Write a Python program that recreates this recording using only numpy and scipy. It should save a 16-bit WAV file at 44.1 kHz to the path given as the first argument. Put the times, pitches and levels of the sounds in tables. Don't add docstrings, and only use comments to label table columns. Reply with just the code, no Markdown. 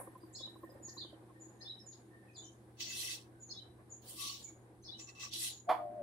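import sys
import numpy as np
from scipy import signal
from scipy.fft import rfft, irfft, next_fast_len
from scipy.io import wavfile
from scipy.ndimage import uniform_filter1d, map_coordinates

SR = 44100
rng = np.random.default_rng(int(sys.argv[2]) if len(sys.argv) > 2 else 0)


def transcribe(signal):
    frames = np.atleast_2d(signal).T
    limited = np.clip(frames, -1, 1)
    pcm = np.round(limited * 32767).astype(np.int16)
    wavfile.write(sys.argv[1], SR, pcm)


N = 265614
TIME = np.arange(N) / SR

# pitch_hz, left_right_likeness (1 alike, 0 unrelated, -1 opposed)
ALIKE = [(60, 0.74), (180, 0.93), (550, 0.81), (1650, -0.13), (4970, 0.14), (15000, -0.33)]
# pitch_hz, t60_s
ROOM = [(300, 0.27), (2000, 0.26), (5000, 0.26), (12000, 0.4)]

# pitch_hz, level_db
HUM = (120, -62)
# start_s, level_db
DRONE = [(0, -77), (.9, -75.5), (1.4, -80.5), (2.2, -80), (3.5, -75), (6.02, -77.5)]
# pitch_hz, level_db (per Hz)
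CABINET = [(25, -37), (45, -46), (100, -38), (160, -15.5), (200, -9), (240, -8.5), (280, -15), (322, -1),
           (370, -7.5), (450, -20), (600, -51), (2000, -120)]
# pitch_hz, level_db (per Hz)
RATTLE = [(250, -20), (420, -7), (516, -2), (606, -10.5), (767, -5), (901, -11), (1050, -10.5), (1350, -19),
          (1570, -14.5), (2600, -29.5), (3380, -47), (5720, -120)]
# pitch_hz, level_db (per Hz)
HISS = [(600, -60), (1200, -15), (2000, -9), (2600, -13), (3800, -11), (5000, -16), (6700, -18), (9400, -7),
        (12500, -14), (13100, -60)]
# (dB at the start, dB per second)
CABINET_DB, RATTLE_DB, HISS_DB = (-61.5, -0.66), (-66.5, -0.62), (-74.5, -0.55)
JOLT_DB, JOLT_S = 17.5, 0.051
DRIVEN_DB_PER_S = 19.5
# peak_s, level_db
SQUEAKS = [(.04, -68.5), (.31, -75), (.49, -80), (0.649, -63), (.89, -65.5), (1.36, -70.5), (1.61, -68),
           (1.812, -76), (2.14, -65.5), (2.23, -71.5)]
SQUEAK_RISE_DB_PER_S, SQUEAK_FALL_DB_PER_S = 600, 106

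# peak_s, rise_s, fall_s (time constants), centre_hz, width_hz (of one pass), level_db
GLINTS = [(0, .01, 0.038, 10260, 2190, -49), (.65, .04, .06, 14300, 350, -74)]

# start_s, low_mode_db, middle_over_low_db, upper_over_low_db
KNOCKS = [(0.009, -55.5, 8, 6), (0.07, -53.5, 5, 5.5), (0.15, -57.5, -1, 8), (0.229, -48, -21, -8),
          (0.31, -59, -7, -12), (0.399, -54.5, 0, -5.5), (0.471, -58, 1, -1), (0.553, -53, -5.5, -2.5),
          (0.63, -42, -9, -7.5), (0.688, -57.5, 6.5, -8), (0.715, -57.5, 4, -5), (0.748, -56.5, 3, -21),
          (0.796, -50, -4.5, -16), (0.878, -48, -14, -8), (0.964, -49, -15, -4), (1.043, -48, -11, -9.5),
          (1.126, -49.5, -1, -18), (1.211, -61, -14, -12), (1.294, -59.5, -12, 1.5), (1.374, -62, -9, -13),
          (1.46, -49.5, -15, -19), (1.63, -60, -11, -13)]
# pitch_hz, width_hz (of one pass), level_db
DRUM = [(323, 41, -0.5), (542, 122, 2.5), (1040, 110, 2.5)]

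# length_s, start_hz, end_hz
PEEP = (0.0349, 7200, 6580)
# start_s, level_db
PEEPS = [(0.329, -56.5), (0.826, -53.5), (0.947, -66.5), (1.399, -57), (1.861, -56.5), (2.362, -56),
         (2.863, -53.5), (3.401, -56), (3.898, -55.5), (4.424, -55.5), (4.999, -55), (5.49, -53)]
# start_s, start_hz, end_hz, level_db
ZIPS = [(0.878, 7860, 3800, -53.5), (1.923, 5800, 3240, -61.5), (2.44, 7350, 5300, -55.5)]
ZIP_S = 0.0083
# pickup, low rise, high rise, fall, dip, held note, low ending;
# after_s (from the start of the rise), length_s, start_hz, end_hz (None is the phrase's peak pitch)
PHRASE = [(-.016, .022, 6350, 6350), (0, .015, 3950, 4640), (.006, 0.015, 4850, None),
          (0.017, 0.032, None, 3300), (.04, .028, 3500, 3580), (.07, .026, 3780, 3983),
          (.1, .024, 3080, 3080)]
# start_s, peak_hz, then level_db of each of the seven notes
PHRASES = [(.349, 5505, -72, -53, -51.5, -58, -53, -47, -74),
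           (.973, 4596, -89, -48.5, -61, -50, -65, -77, -83),
           (1.608, 5390, -69, -55, -53.5, -77, -56.5, -46, -76),
           (2.328, 5200, -85, -87, -80, -60, -59, -68, -66),
           (3.496, 5490, -59, -51, -52.5, -63, -58.5, -51.5, -68),
           (4.838, 5710, -67.5, -61, -58, -57, -60, -52, -65.5)]
# start_s, pitch_hz (centre of the glide), level_db
CHIPS = [(0.205, 4800, -72.5), (.33, 7830, -66), (.69, 5000, -76.5), (1.045, 3100, -66),
         (1.79, 5260, -63.5), (2.276, 2520, -71), (2.977, 4050, -48.5), (3.336, 1530, -72.5),
         (4.452, 2256, -69.5), (5.335, 4030, -47.5), (5.435, 4000, -46.5)]
CHIP_S = 0.023

# start_s, level_db, treble_over_level_db, rings_over_level_db
SWISHES = [
    [(2.77, -80, -11, 2), (2.795, -60, -16, -6), (2.806, -45.5, -18, -5), (2.876, -53, -22, -8.5),
     (2.908, -50, -11.5, 2.5), (2.986, -47.5, 1, -4.5), (3.106, -47.5, -2.5, 1.5), (3.156, -49, -6, -4.5),
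     (3.3, -92, -6, -7)],
    [(4.02, -75, -5, -4), (4.094, -59, 8.5, 1), (4.154, -65, 6.5, -2), (4.2, -65, 2, 2)],
    [(4.14, -77, -2, -16), (4.18, -59.5, 0, 1), (4.21, -49, 0.5, 3.5), (4.276, -46, -5.5, -5.5),
     (4.372, -54, -14, -2.5), (4.41, -59.5, -4, -18), (4.55, -85, -2, -2)],
    [(4.97, -83, -11, -6), (4.998, -60, -9, 0), (5.06, -73.5, -21, -1), (5.096, -63, -26, 5),
     (5.15, -85.5, -16, 8)],
    [(5.15, -68.5, -16, -1), (5.19, -69.5, -17, 5), (5.2, -56.5, -17, -5), (5.235, -51.5, -24, 2),
     (5.252, -54, -27, 1.5), (5.3, -67, -8, -9)],
    [(5.3, -69.5, -24, 3), (5.336, -45.5, -5.5, -10), (5.388, -51, 2, -1.5), (5.44, -46, 7, 3.5),
     (5.526, -55, -3, -7), (5.64, -85, -10, -6)],
]
# upper_group_db, top_treble_db, low_ring_db, middle_ring_db,
# high_ring_db, left_minus_right_db
STROKES = [(-2, -6, -23, -11, -5, -0.82), (-4.5, 8, -25, -24, -16, -1.5), (-3, -5, -8.5, -21.5, -11.5, .5),
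           (5, -11, -7, -9.5, -3.5, -0.5), (2.5, -7, -3, -8, 0, 1), (-4, -17, -24, -15, -13.5, -0.5)]
# pitch_hz, width_hz, level_db
BRISTLES = [
    [(3110, 1040, -6), (3820, 860, -2), (4570, 770, -4.5)],
    [(5580, 390, 12.5), (6760, 3600, 2.5)],
]
# pitch_hz, width_hz, level_db (of one pass, applied twice)
HOLLOW = [
    [(1126, 70, 1)],
    [(1550, 98, -6.5), (2013, 140, 0.5)],
    [(2648, 73, 2)],
]

# start_s, ring_db, thud_db
CLUNKS = [(5.688, -28, -25.5), (5.785, -44, -57)]
# pitch_hz, level_db, t60_s
PANELS = [(313, -14, 0.25), (486, -14, 0.23), (642, 6.5, 0.13), (740, 3, 0.2), (763, -9, .15),
          (855, -24, .15), (920, -3.5, 0.12), (1010, -20, 0.098), (1134, 10, 0.053), (1217, -1, 0.099),
          (1800, -14.5, 0.092)]
# pitch_hz, level_db (per Hz)
THUD = [(150, -54), (250, -17.5), (550, -19.5), (631, -1), (1130, -1.5), (1460, -16), (2300, -18),
        (2800, -30), (3400, -21), (3850, -37), (4300, -27.5), (5600, -44), (8970, -47), (11600, -36),
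        (15000, -80)]
# start_s, growl_db, upper_over_lower_pair_db
MOTOR = [(5.673, -48, -3.5), (5.689, -45.5, 13), (5.742, -44.5, -1.5), (5.8, -45, 3), (5.86, -44.5, 3),
         (5.94, -48, -2), (6.02, -42.5, -12)]
# pitch_hz, level_db
WINDINGS = [
    [(601, 0), (646, -7)],
    [(703, 2), (757, -11)],
]

TOP_HZ = 15750


def amp(db):
    return 10 ** (np.asarray(db) / 20)


def unit(x):
    return x / np.sqrt(np.mean(x ** 2) + 1e-20)


def along(points, hz):
    f, value = np.transpose(points)
    return np.interp(np.log(hz + 1), np.log(f + 1), value)


def wobble(rate):
    knots = rng.standard_normal(int(N * rate / SR) + 4)
    return map_coordinates(knots, [np.arange(N) * rate / SR])


def filtered(x, response):
    m = next_fast_len(x.shape[-1] + 8192)
    spectrum = rfft(x, m) * response(np.fft.rfftfreq(m, 1 / SR))
    return irfft(spectrum, m)[..., :x.shape[-1]]


def coloured(points):
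    return lambda hz: amp(along(points, hz))


def resonances(modes):
    def response(f):
        total = 0
        for k, (centre, width, db) in enumerate(modes):
            peak = 1j * f * width / (centre * centre - f * f + 1j * f * width)
            total = total + (-1) ** k * amp(db) * peak
        return total
    return response


def twice(modes):
    return lambda hz: resonances(modes)(hz) ** 2


def band(lo, hi):
    return lambda hz: 1 / np.sqrt((1 + (lo / (hz + 1)) ** 12) * (1 + (hz / hi) ** 12))


def diffuse(gain):
    def mid_side(hz):
        turn = np.arccos(np.clip(along(ALIKE, hz), -1, 1)) / 2
        return gain(hz) * [np.cos(turn), np.sin(turn)]
    mid, side = filtered(rng.standard_normal((2, N)), mid_side)
    return unit(np.array([mid + side, mid - side]))


def patches(x, patchy_db):
    z = signal.stft(x, nperseg=256)[2]
    field = uniform_filter1d(rng.standard_normal(z.shape), size=3, axis=1)
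    field = uniform_filter1d(field, size=8, axis=2)
    gain = amp(patchy_db * unit(field) - patchy_db ** 2 / 9)
    return signal.istft(z * gain, nperseg=256)[1][:, :N]


def in_room(x, direct_db, rise, lumpy_db):
    hz, t, z = signal.stft(rng.standard_normal((2, SR // 2)), SR, nperseg=256)
    echoes = uniform_filter1d(rng.standard_normal(z.shape), size=5, axis=1)
    decay_db = -60 * t / along(ROOM, hz)[:, None]
    tail = signal.istft(z * amp(lumpy_db * unit(echoes) + decay_db), SR, nperseg=256)[1]
    tail = tail * (1 - np.exp(-np.arange(tail.shape[1]) / SR / rise))
    tail = tail / np.linalg.norm(tail[0])
    tail[:, 0] = amp(direct_db)
    return signal.fftconvolve(x[None], tail, axes=1)


def add(track, s, x):
    part = track[:, round(s * SR):][:, :x.shape[-1]]
    part += x[..., :part.shape[1]]


def hum_and_drone():
    hz, db = HUM
    hum = amp(db + 1 + 0.41 * wobble(2)) * np.sin(2 * np.pi * hz * TIME)
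    drone_db = np.interp(TIME, *np.transpose(DRONE)) + 6.0
    return hum + amp(drone_db) * diffuse(twice([(83.0, 63, 0)]))


def cabinet_and_rattle():
    cabinet_db, rattle_db = [db + slope * TIME for db, slope in (CABINET_DB, RATTLE_DB)]
    driven_db = DRIVEN_DB_PER_S * np.clip(TIME - MOTOR[0][0], 0, None)
    cabinet = amp(cabinet_db + driven_db + 0.6 * wobble(21)) * diffuse(coloured(CABINET))
    jolt_db = JOLT_DB * np.exp(-TIME / JOLT_S)
    rattle = amp(rattle_db + driven_db + jolt_db + 2.1 * wobble(30)) * diffuse(coloured(RATTLE))
    return cabinet + rattle


def squeaks():
    swell = 0
    for s, db in SQUEAKS:
        drop_db = np.maximum(SQUEAK_RISE_DB_PER_S * (s - TIME), SQUEAK_FALL_DB_PER_S * (TIME - s))
        swell = swell + amp(db - drop_db)
    return swell * amp(1.7 * wobble(30.03)) * diffuse(twice([(1822, 81, 0)]))


def hiss():
    db, slope = HISS_DB
    return patches(amp(db + slope * TIME) * diffuse(coloured(HISS)), patchy_db=0.5)


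def glints():
    out = 0
    for s, rise, fall, hz, width, db in GLINTS:
        swell = np.exp(-np.maximum((s - TIME) / rise, (TIME - s) / fall))
        out = out + amp(db) * swell * diffuse(twice([(hz, width, 0)]))
    return out


def ticks(count=260):
    out, t = np.zeros((2, N)), np.arange(SR // 16) / SR
    for when, pitch, size, pan in rng.random((count, 4)):
        wavering = np.cumsum(rng.normal(0, 0.089, len(t)))
        tone = np.sin(2 * np.pi * (7500 + 7000 * pitch) * t + wavering)
        ring = amp(-60 * t / 0.035) * tone * (1 - np.exp(-t / 0.0055))
        size_db = -5.3 * np.log(1 - .97 * size)
        pan_db = np.array([[6], [-6]]) * (pan - 2.67)
        add(out, when ** 1.1, amp(-82 + size_db + pan_db) * ring)
    return out


def knocks():
    out, t = np.zeros((2, N)), np.arange(SR // 8) / SR
    puff = t / .004 * np.exp(1 - t / 0.0033)
    for s, db, *over_low in KNOCKS:
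        for mode, level in zip(DRUM, [0, *over_low]):
            shared, separate = rng.standard_normal(len(t)), rng.standard_normal((2, len(t)))
            ring = filtered(puff * (shared + 0.57 * separate), twice([mode]))
            add(out, s, amp(db + level + mode[2]) * ring / np.abs(ring).max())
    return out


def bird_notes():
    notes = [(s, *PEEP, db) for s, db in PEEPS]
    notes += [(s, ZIP_S, *drop) for s, *drop in ZIPS]
    for s, peak_hz, *levels in PHRASES:
        for (after, length, hz0, hz1), db in zip(PHRASE, levels):
            notes.append((s + after, length, hz0 or peak_hz, hz1 or peak_hz, db))
    return notes + [(s, CHIP_S, 1.04 * hz, .96 * hz, db) for s, hz, db in CHIPS]


def birds():
    out = np.zeros((2, N))
    for s, length, hz0, hz1, db in bird_notes():
        u = np.linspace(0, 1, round(length * SR))
        flutter = np.interp(u * length * 260, np.arange(40), rng.standard_normal(40))
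        pitch = (hz0 + (hz1 - hz0) * u) * (1 + 0.016 * flutter)
        swell = np.sqrt(np.abs(np.sin(np.pi * u)))
        whistle = swell * np.sin(2 * np.pi * np.cumsum(pitch) / SR)
        heard = in_room(whistle, direct_db=-16, rise=.003, lumpy_db=5)
        add(out, s - .003, amp(db + 10.5) * heard)
    return out


def swishes():
    lower, upper = [lambda hz, g=g: resonances(g)(hz) * band(2300, 8000)(hz) for g in BRISTLES]
    treble = diffuse(band(7900, 10900))
    layers = [diffuse(g) for g in (lower, upper, band(18000, 18200), *map(twice, HOLLOW))]
    grain = amp(0.99 * wobble(24.916) + 0.8 * np.array([wobble(500), wobble(500)]))
    out = np.zeros((2, N))
    for stroke, (*colour, pan_db) in zip(SWISHES, STROKES):
        s, db, treble_db, rings_db = np.transpose(stroke)
        level_db = np.interp(TIME, s, db) + pan_db * np.array([[.5], [-.5]])
        gate = ((TIME >= s[0]) & (TIME < s[-1])) * amp(level_db)
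        body, high, top, *rings = [amp(c) * x for c, x in zip([0, *colour], layers)]
        bright = amp(np.interp(TIME, s, treble_db)) * treble
        hollow = amp(np.interp(TIME, s, rings_db)) * sum(rings)
        out += gate * (body + high + top + bright + hollow)
    return patches(out * grain * amp(1.5), patchy_db=3.5)


def clunks():
    out, t = np.zeros((2, N)), np.arange(SR // 2) / SR
    for s, ring_db, thud_db in CLUNKS:
        ring = 0
        for hz, db, t60 in PANELS:
            fading = amp(db + rng.normal(0, 4.4, (2, 1)) - 60 * t / t60)
            ring = ring + fading * np.sin(2 * np.pi * (hz * t + rng.random()))
        add(out, s, amp(ring_db) * ring * (1 - np.exp(-(t / 0.01) ** 2)))
        puff = unit(filtered(rng.standard_normal(len(t)), coloured(THUD)))
        puff = puff * amp(-60 * t / 0.16) * (1 - np.exp(-t / 0.016))
        thud = in_room(puff, direct_db=5.5, rise=0.0092, lumpy_db=0)
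        add(out, s, amp(thud_db) * amp([[-2.5], [2.5]]) * thud)
    return out


def winding_pair(pair):
    total = 0
    for hz, db in pair:
        level = amp(db + 3.5 * wobble(12))
        phase = 1.3 * wobble(30) + .5 * rng.standard_normal((2, 1))
        total = total + level * np.sin(2 * np.pi * hz * TIME + phase)
    return total


def growl():
    s, db, upper_db = np.transpose(MOTOR)
    lower, upper = [winding_pair(pair) for pair in WINDINGS]
    tones = lower + amp(np.interp(TIME, s, upper_db)) * upper
    onset = np.clip((TIME - s[0] + 0.0064) / 0.0091, 0, 1) ** 2
    return onset * amp(np.interp(TIME, s, db) - 2.0) * tones * amp([[1.5], [-1.5]])


def scene():
    machine = hum_and_drone() + cabinet_and_rattle() + squeaks() + hiss()
    return machine + glints() + ticks() + knocks() + birds() + swishes() + clunks() + growl()


def record(dry):
    return filtered(dry, lambda hz: hz < TOP_HZ)


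dry = scene()
out = record(dry)
transcribe(out)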